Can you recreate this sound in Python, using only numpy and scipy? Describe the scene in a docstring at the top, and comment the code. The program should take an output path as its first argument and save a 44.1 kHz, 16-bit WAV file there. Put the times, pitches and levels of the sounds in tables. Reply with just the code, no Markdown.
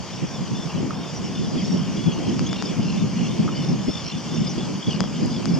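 """Terns on a windy pebble shore

Terns call over one another some way off: arched cries and low scolds, their hard-driven voices chopped
into rasping pulses, and short whistled chips. Small waves wash and hiss behind them. Turbulent wind
buffets both microphone ports, and a few sharp ticks and two little plops sound close by."""
import sys
import numpy as np
from scipy import signal
from scipy.fft import rfft, irfft, next_fast_len
from scipy.io import wavfile
from scipy.ndimage import uniform_filter1d, map_coordinates

SR = 44100
rng = np.random.default_rng(int(sys.argv[2]) if len(sys.argv) > 2 else 0)


def store_wav(level_fs):
    """Save 16-bit WAV to argv[1]."""
    pcm = np.round(np.clip(np.atleast_2d(level_fs), -1, 1) * 32767)
    wavfile.write(sys.argv[1], SR, pcm.T.astype(np.int16))


N = 246519


def amp(db):
    """Decibels to gain."""
    return 10 ** (np.asarray(db) / 20)


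def unit(x):
    """x at rms 1."""
    return x / np.sqrt(np.mean(x ** 2) + 1e-20)


def along(points, hz):
    """(Hz, value) points read on a log frequency axis."""
    knots_hz, values = np.transpose(points)
    return np.interp(np.log(hz + 1), np.log(knots_hz + 1), values)


def curves(rows):
    """One value per sample for each column after the time."""
    times, *columns = np.transpose(rows)
    return [np.interp(np.arange(N) / SR, times, column) for column in columns]


def wobble(rate, count=N):
    """A smooth random curve, rate knots a second."""
    knots = rng.standard_normal(int(count * rate / SR) + 4)
    return map_coordinates(knots, [np.arange(count) * rate / SR])


def bump(peak_s, length):
    """A smooth rise and fall of height 1."""
    return np.exp(-2 * ((np.arange(N) / SR - peak_s) / length) ** 2)


def filtered(x, response):
    """x shaped by a frequency response."""
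    size = next_fast_len(N + SR // 2)
    return irfft(rfft(x, size) * response(np.fft.rfftfreq(size, 1 / SR)), size)[..., :N]


def add(track, start_s, sound):
    """Mix a sound into a track."""
    i = max(round(start_s * SR), 0)
    track[i:i + len(sound)] += sound[:max(N - i, 0)]


def placed(x, left_db):
    """A mono sound on two channels, the left one louder by left_db."""
    return x * amp([[left_db / 2], [-left_db / 2]])


def rush(spectrum, likeness, patchy_db):
    """Coloured stereo noise, its gain patchy in time and frequency; the mid signal has rms 1."""
    def mid_and_side(hz):
        width = np.arccos(np.clip(along(likeness, hz), -1, 1)) / 2
        return amp(along(spectrum, hz)) * np.array([np.cos(width), np.sin(width)])

    cells = signal.stft(rng.standard_normal((2, N)), nperseg=512)[2]
    patches = uniform_filter1d(rng.standard_normal(cells.shape[1:]), size=5, axis=0)
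    patches = uniform_filter1d(patches, size=10, axis=1)
    noise = signal.istft(cells * amp(patchy_db * unit(patches)), nperseg=512)[1][:, :N]
    mid, side = filtered(noise, mid_and_side)
    return np.array([mid + side, mid - side]) / np.std(mid)


def tern_voice(length, first_hz, top_hz, last_hz, levels_db, rasp,
               hook=0.13, wander=0.00847, hoarse=0.02, edge_s=0.0067, flutter_db=3.0, grit_db=4.0):
    """Harmonics 2 to 4 of a gliding pitch, chopped into uneven pulses that hook down as they close."""
    t = np.arange(int(max(length, 0.01) * SR)) / SR
    progress, n = t / t[-1], len(t)
    pulse_hz = 46.06 * (1690 / top_hz) ** 0.904  # higher cries pulse more slowly
    cycle = (np.cumsum(pulse_hz * np.exp(0.12 * wobble(28.5, n))) / SR) % 1
    glide = top_hz + (first_hz - top_hz) * (1 - progress) ** 6 + (last_hz - top_hz) * progress ** 4.8
    # only a hard-driven voice turns hoarse, most where it starts and where it breaks off
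    shake = hoarse * rasp ** 2 * (0.5 + 5 * (progress - 0.5) ** 2) * wobble(900, n)
    pitch = glide * (1 - hook * rasp * cycle ** 7 + wander * wobble(43.3, n) + shake)
    phase = 2 * np.pi * np.cumsum(pitch) / SR
    fade = np.clip(np.minimum(t, t[-1] - t) / edge_s, 0, 1)
    pulses = 1 - rasp * np.abs(np.cos(np.pi * cycle)) ** 3
    envelope = fade * pulses * amp(grit_db * rasp * wobble(695, n))  # fast flutter frays the tone
    # each harmonic fades in and out on its way through the wind
    return sum(amp(db) * unit(envelope * amp(flutter_db * wobble(34.2, n)) * np.sin(k * phase))
               for k, db in enumerate(levels_db, 2))


def cries(climb_over_drop=0.74, fourth_db=-18):
    """The nearer terns: each cry climbs to its top pitch, holds it and drops away."""
    # Each row: start and length in seconds, top pitch in Hz, drop as a share of the pitch,
    # 2nd harmonic's level in dB, 3rd over 2nd harmonic in dB, rasp from 0 to 1.
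    calls = [ (0.00, 0.109, 1570, 0.124, -56, 4, 0.55), (0.123, 0.28, 1910, 0.12, -52.5, 4, .8),
             (0.544, 0.102, 1780, 0.0405, -43.5, -3.5, 0.58), (0.936, .185, 1850, .15, -46, -3.5, 0.71),
             (1.348, 0.113, 1764, 0.0228, -43.5, -4, 0.56), (1.447, .18, 1690, 0.045, -54.5, 8.5, .9),
             (1.642, 0.16, 1887, 0.08, -46.5, 5, 0.7), (1.789, .10, 1605, 0.17, -43, -15, 0.98),
             (1.959, .185, 1710, .06, -38.5, -13, .62), (2.224, .084, 1616, 0.051, -39.5, -19, 0.88),
             (2.459, 0.11, 1720, 0.094, -38.5, -10, 0.92), (2.486, .228, 1843, .1, -42, -6, 0.82),
             (2.769, .19, 1774, .07, -57, 7, 0.93), (2.968, 0.073, 1780, 0.042, -45.5, -15, 0.37),
             (3.278, 0.075, 1770, 0.014, -46, -15, 0.8), (3.519, .135, 1508, 0.069, -40, -12, 0.78),
             (3.571, 0.18, 1776, 0.0212, -49, 5, 0.93), (3.784, 0.163, 1768, 0.0303, -55, 10.5, .7),
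             (3.881, .15, 1806, .1, -40.5, -2, .9), (4.116, 0.076, 1760, 0.024, -41, -11, 0.96),
             (4.288, 0.24, 1777, .04, -45, 1, .7), (4.576, 0.088, 1717, 0.073, -39.5, -8, 0.83),
             (4.80, .14, 1697, 0.17, -34.5, -28, 0.99), (4.873, 0.094, 1645, 0.062, -54, 10, 0.75),
             (4.986, 0.097, 1680, 0.038, -42, -10, .9), (5.121, 0.16, 1700, .08, -60, 13, 0.84),
             (5.29, .097, 1732, 0.0796, -46.5, 1, 0.79), (5.447, .144, 1730, 0.0297, -51.5, 5, .7)]
    out = np.zeros(N)
    for start, length, top_hz, drop, db, third_db, rasp in calls:
        levels_db = db + np.array([0, third_db, third_db / 2 + fourth_db])
        first_hz, last_hz = top_hz * (1 - climb_over_drop * drop), top_hz * (1 - drop)
        add(out, start, tern_voice(length, first_hz, top_hz, last_hz, levels_db, rasp))
    return out


def shore_scatter(x, t60=0.14):
    """Pebbles and water scatter a short, diffuse tail."""
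    t = np.arange(SR // 2) / SR
    tail = rng.standard_normal((2, len(t))) * amp(-60 * t / t60)
    return signal.fftconvolve(x[None], tail / np.linalg.norm(tail[0]), axes=1)[:, :N]


def waves(lift_db=3, wash_sway_db=0.67, hiss_sway_db=0.65):
    """Small waves wash on the stones under a steady hiss."""
    # Each row: time in seconds, then the wash and hiss levels in dB before the lift.
    levels = [(0.0, -43.5, -43.5), (1.03, -42.5, -45), (1.65, -45, -41), (1.79, -43, -43),
              (5.06, -43.5, -43), (5.59, -44.5, -43.5)]
    # The low wash and the bright hiss. Each row: frequency in Hz, relative level in dB.
    wash_colour = [(100, -11.5), (300, 9), (600, 6), (1050, 4.5), (1400, -2.5), (1900, -5), (3000, -34)]
    hiss_colour = [(1000, -2), (1800, -7), (2300, 2), (2600, 0.5), (3000, 5), (3500, -0.5), (3900, -8),
                   (4400, -2), (5000, 3), (6500, -1), (7700, -12.5), (9000, -20), (12000, -30.5),
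                   (15800, -62)]
    # The water's stereo width. Each row: frequency in Hz, left-right correlation from -1 to 1.
    likeness = [(200, -0.012), (500, 0.67), (1000, 0.97), (1500, 0.59), (2300, .9), (3300, 0.96),
                (4000, 0.23), (5000, 0.8), (6200, 0.35), (8000, 0.095), (10000, -0.73), (13000, 0.13)]
    wash_db, hiss_db = curves(levels)
    wash = amp(wash_db + wash_sway_db * wobble(12)) * rush(wash_colour, likeness, patchy_db=1.0)
    hiss = amp(hiss_db + hiss_sway_db * wobble(10)) * rush(hiss_colour, likeness, patchy_db=2.0)
    return amp(lift_db) * (wash + hiss)


def wind(lull_times=(1.09, 2.9, 4.83), lull_s=0.037, lull_db=-13.5, ceiling=0.65):
    """Lumpy turbulence at each port follows breeze and gusts, with finer churn above and a drone below."""
    # The breeze at the ports. Each row: time in seconds, strength in dB.
    breeze_strength = [(0.0, -42.5), (0.72, -33), (1.21, -35), (1.43, -30.5), (1.67, -28), (2.02, -31.5),
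                       (2.44, -28), (2.86, -32), (3.38, -27.5), (3.78, -28), (3.94, -37), (4.14, -42),
                       (4.33, -31.5), (5.59, -29.5)]
    # Each row: time of the peak and length in seconds, rumble and churn strengths in dB.
    gusts = [ (0.237, 0.021, -20, -28.5), (0.414, 0.033, -26, -42), (0.532, 0.054, -24, -53),
             (0.829, 0.1, -28, -31), (1.236, 0.063, -29, -55), (1.42, 0.055, -21.5, -41),
             (1.569, 0.083, -29, -31), (1.746, 0.032, -20, -27), (2.078, 0.026, -14.5, -28.5),
             (2.254, 0.14, -39, -30), (2.423, 0.038, -18, -32), (2.797, 0.014, -18, -34),
             (2.897, 0.18, -26, -34.5), (3.045, 0.041, -18.5, -49), (3.222, 0.068, -22, -49),
             (3.398, 0.0099, -10.5, -27.5), (3.438, 0.044, -22.5, -29.5), (3.718, 0.051, -19, -35),
             (3.891, 0.024, -36, -24), (4.162, 0.049, -24.5, -40), (4.382, 0.1, -22.5, -36.5),
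             (4.58, .03, -45, -31), (4.885, 0.016, -13, -39), (5.015, 0.026, -20.5, -29),
             (5.241, 0.04, -21.5, -25.5), (5.545, 0.14, -22.5, -35)]
    # The wind's three layers. Each row: frequency in Hz, relative level in dB.
    rumble_colour = [(25, -51), (45, -45), (65, -21), (90, -16), (120, -2), (180, 5), (240, -1), (320, -14),
                     (450, -21), (800, -51.5), (2000, -63), (6000, -120)]
    churn_colour = [(120, -15), (240, 1), (320, 0), (450, -10), (700, -16), (1200, -33.5), (3000, -37.5),
                    (8000, -120)]
    drone_colour = [(25, -53), (45, -11), (70, -2.5), (130, 5), (300, -9), (3000, -120)]
    breeze_db, = curves(breeze_strength)
    breeze = amp(breeze_db + lull_db * sum(bump(when, lull_s) for when in lull_times))
    rumble_gusts = sum(amp(db - 1) * bump(when, length) for when, length, db, _ in gusts)
    churn_gusts = sum(amp(db + 1) * bump(when, length) for when, length, _, db in gusts)
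    # some lumps hit both ports, others only one
    lumps = unit(amp(2.5 * wobble(40) + 1.7 * np.array([wobble(50), wobble(50)])))
    push = np.hypot(amp(1) * breeze * lumps, rumble_gusts)
    rumble = push * rush(rumble_colour, likeness=[(100, 0.092)], patchy_db=1.5)
    rumble = ceiling * np.tanh(rumble / ceiling)  # the strongest pushes are rounded off
    swirl = np.hypot(amp(-7) * breeze, churn_gusts) * unit(amp(2.5 * wobble(40)))
    churn = swirl * rush(churn_colour, likeness=[(100, 0.028)], patchy_db=2.5)
    drone = amp(-41.5) * rush(drone_colour, likeness=[(100, 0.1)], patchy_db=2.5)
    return rumble + churn + drone


def far_chatter(count=30, level_db=-52, base_hz=1540):
    """Farther birds keep up a din of short, harsh, rising cries."""
    out = np.zeros(N)
    levels_db = level_db + np.array([0, -4, -8])
    for slot, (offset, duration, height) in enumerate(rng.random((count, 3))):
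        hz = base_hz * (0.97 + 0.26 * height)
        call = tern_voice(0.037 + 0.11 * duration, 0.72 * hz, hz, 1.1 * hz, levels_db, rasp=0.97)
        add(out, (slot + offset) / count * N / SR, call)
    return out


def chips(jitter=0.017):
    """Short single whistles that slide ever faster."""
    # Each row: start and length in seconds, pitch in Hz, slide as a share of the pitch, level in dB.
    whistles = [ (0.335, 0.055, 3520, -.06, -43), (0.69, 0.045, 2740, 0.004, -45),
                (1.068, 0.059, 3620, -0.137, -42.5), (1.145, 0.048, 5840, -.05, -39.5),
                (1.23, 0.065, 5570, -.08, -43), (1.568, .051, 3360, -0.083, -35),
                (2.125, .025, 6300, -.03, -44), (2.456, 0.028, 6600, -.09, -37.5),
                (2.648, 0.019, 5240, -0.116, -32.5), (3.555, 0.023, 4800, 0.039, -38),
                (4.342, 0.0166, 6000, -0.09, -38), (4.355, .028, 6400, .05, -46),
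                (4.462, 0.027, 5150, -0.11, -33), (4.483, 0.048, 6170, -0.146, -39),
                (5.3, .041, 4990, -.07, -40.5), (5.355, 0.031, 3480, -.11, -37.5),
                (5.48, .025, 4850, -0.092, -41), (5.535, 0.024, 5210, -0.038, -36)]
    out, unsteady = np.zeros(N), wobble(700)
    for start, length, hz, slide, db in whistles:
        progress = np.linspace(0, 1, int(length * SR))
        quaver = 1 + jitter * unsteady[int(start * SR):][:len(progress)]
        pitch = hz * (1 + slide * progress ** 1.66) * quaver
        envelope = amp(db) * np.sqrt(2) * np.sin(np.pi * progress)
        add(out, start, envelope * np.sin(2 * np.pi * np.cumsum(pitch) / SR))
    return out


def scolds(fall=0.0257, third_db=-4.5, fourth_db=-4):
    """The tern's voice driven low and fully rasping, sinking a little."""
    # Each row: start and length in seconds, pitch in Hz, level in dB, brightness in dB per harmonic.
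    calls = [ (0.634, 0.11, 1380, -60, 6.5), (2.112, .089, 1448, -42.5, -5), (2.557, 0.07, 1395, -41, -6),
             (2.824, 0.14, 1390, -43, -4), (3.164, 0.128, 1422, -41.5, -6.5),
             (4.039, 0.085, 1395, -47.5, 6), (4.173, .03, 1440, -53, 6), (4.90, 0.081, 1430, -41, -2)]
    out = np.zeros(N)
    for start, length, hz, db, bright_db in calls:
        levels_db = db + np.array([0, third_db + bright_db, fourth_db + 2 * bright_db])
        add(out, start, tern_voice(length, hz * (1 + fall), hz, hz * (1 - fall), levels_db, rasp=1))
    return out


def plops(t60=0.02, attack_s=0.00051, rise_per_s=6, trim_db=-2.5):
    """Small, quickly damped rings that climb a little in pitch."""
    # Each row: start in seconds, pitch in Hz, level in dB. The last two merge into one plop.
    rings = [(0.907, 1235, -14.5), (3.479, 1220, -15.5), (3.4886, 1260, -17)]
    out, t = np.zeros(N), np.arange(SR // 20) / SR
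    envelope = amp(trim_db - 60 * t / t60) * (1 - np.exp(-t / attack_s))
    for start, hz, db in rings:
        ring = np.sin(2 * np.pi * np.cumsum(hz * (1 + rise_per_s * t)) / SR)
        add(out, start, amp(db) * envelope * ring)
    return out


def ticks(size=1024):
    """Single dry impulses, over within a few milliseconds."""
    # Each row: start in seconds, peak in dB before panning, brightness in dB per octave.
    hits = [(2.3939, -13, -4), (2.5303, -12, -4), (2.6243, -11.5, -4), (4.9486, -29, -11),
            (5.0055, -5.5, -3.5), (5.0397, -17, -7.5), (5.2598, -25.5, 19), (5.4566, -11.5, -1.5)]
    # The tone all ticks share. Each row: frequency in Hz, relative level in dB.
    colour = [(100, -28), (400, -3), (1400, 1), (2100, -5.5), (3200, -6.5), (3950, -8.5), (4900, 7),
              (6000, -5), (6900, -1), (9000, -23), (15000, -54)]
    out, hz = np.zeros(N), np.fft.rfftfreq(size, 1 / SR)
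    for start, db, bright_db in hits:
        spectrum = amp(along(colour, hz) + bright_db * np.log2(hz + 200))
        # minimum phase packs the energy into the front of the tick
        cepstrum = irfft(np.log(spectrum))
        causal = np.r_[cepstrum[0], 2 * cepstrum[1:size // 2]]
        tick = irfft(np.exp(rfft(causal, size)))
        add(out, start, -amp(db) * tick / np.abs(tick).max())
    return out


def microphone_notch(x):
    """The microphone puts a narrow peak and dip into the treble."""
    # Each row: frequency in Hz, gain in dB.
    gains = [(2700, 0), (3300, -4.5), (3580, 1.5), (3750, -12), (3920, -6), (4200, 0.5)]
    return filtered(x, lambda hz: amp(along(gains, hz)))


def ports(x, lead_s=0.00002):
    """Sound from the shore reaches the left port a little sooner and stronger."""
    # Each row: frequency in Hz, left over right in dB.
    balance = [(1100, -0.5), (1800, 3), (2900, 1.5), (3300, 0.5), (3800, 1.5), (4600, 7), (5600, 0),
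               (6800, 4), (8500, 1), (12000, 0)]
    left = lambda hz: amp(along(balance, hz) / 2) * np.exp(1j * np.pi * hz * lead_s)
    return filtered(x, lambda hz: np.array([left(hz), 1 / left(hz)]))


def scene():
    """The colony and the water ahead, wind and small noises at the microphone."""
    birds = microphone_notch(cries() + scolds() + chips() + far_chatter())
    colony = birds + amp(-18.5) * shore_scatter(birds)
    near = placed(ticks(), left_db=9) + placed(plops(), left_db=-0.5)
    return ports(colony + waves()) + wind() + near


def record(dry, low_cut_hz=36, top_hz=15850):
    """The camera thins out the deepest rumble and keeps nothing above its band limit."""
    return filtered(dry, lambda hz: (hz < top_hz) * hz ** 2 / np.sqrt(hz ** 4 + low_cut_hz ** 4))


dry = scene()
out = record(dry)
store_wav(out)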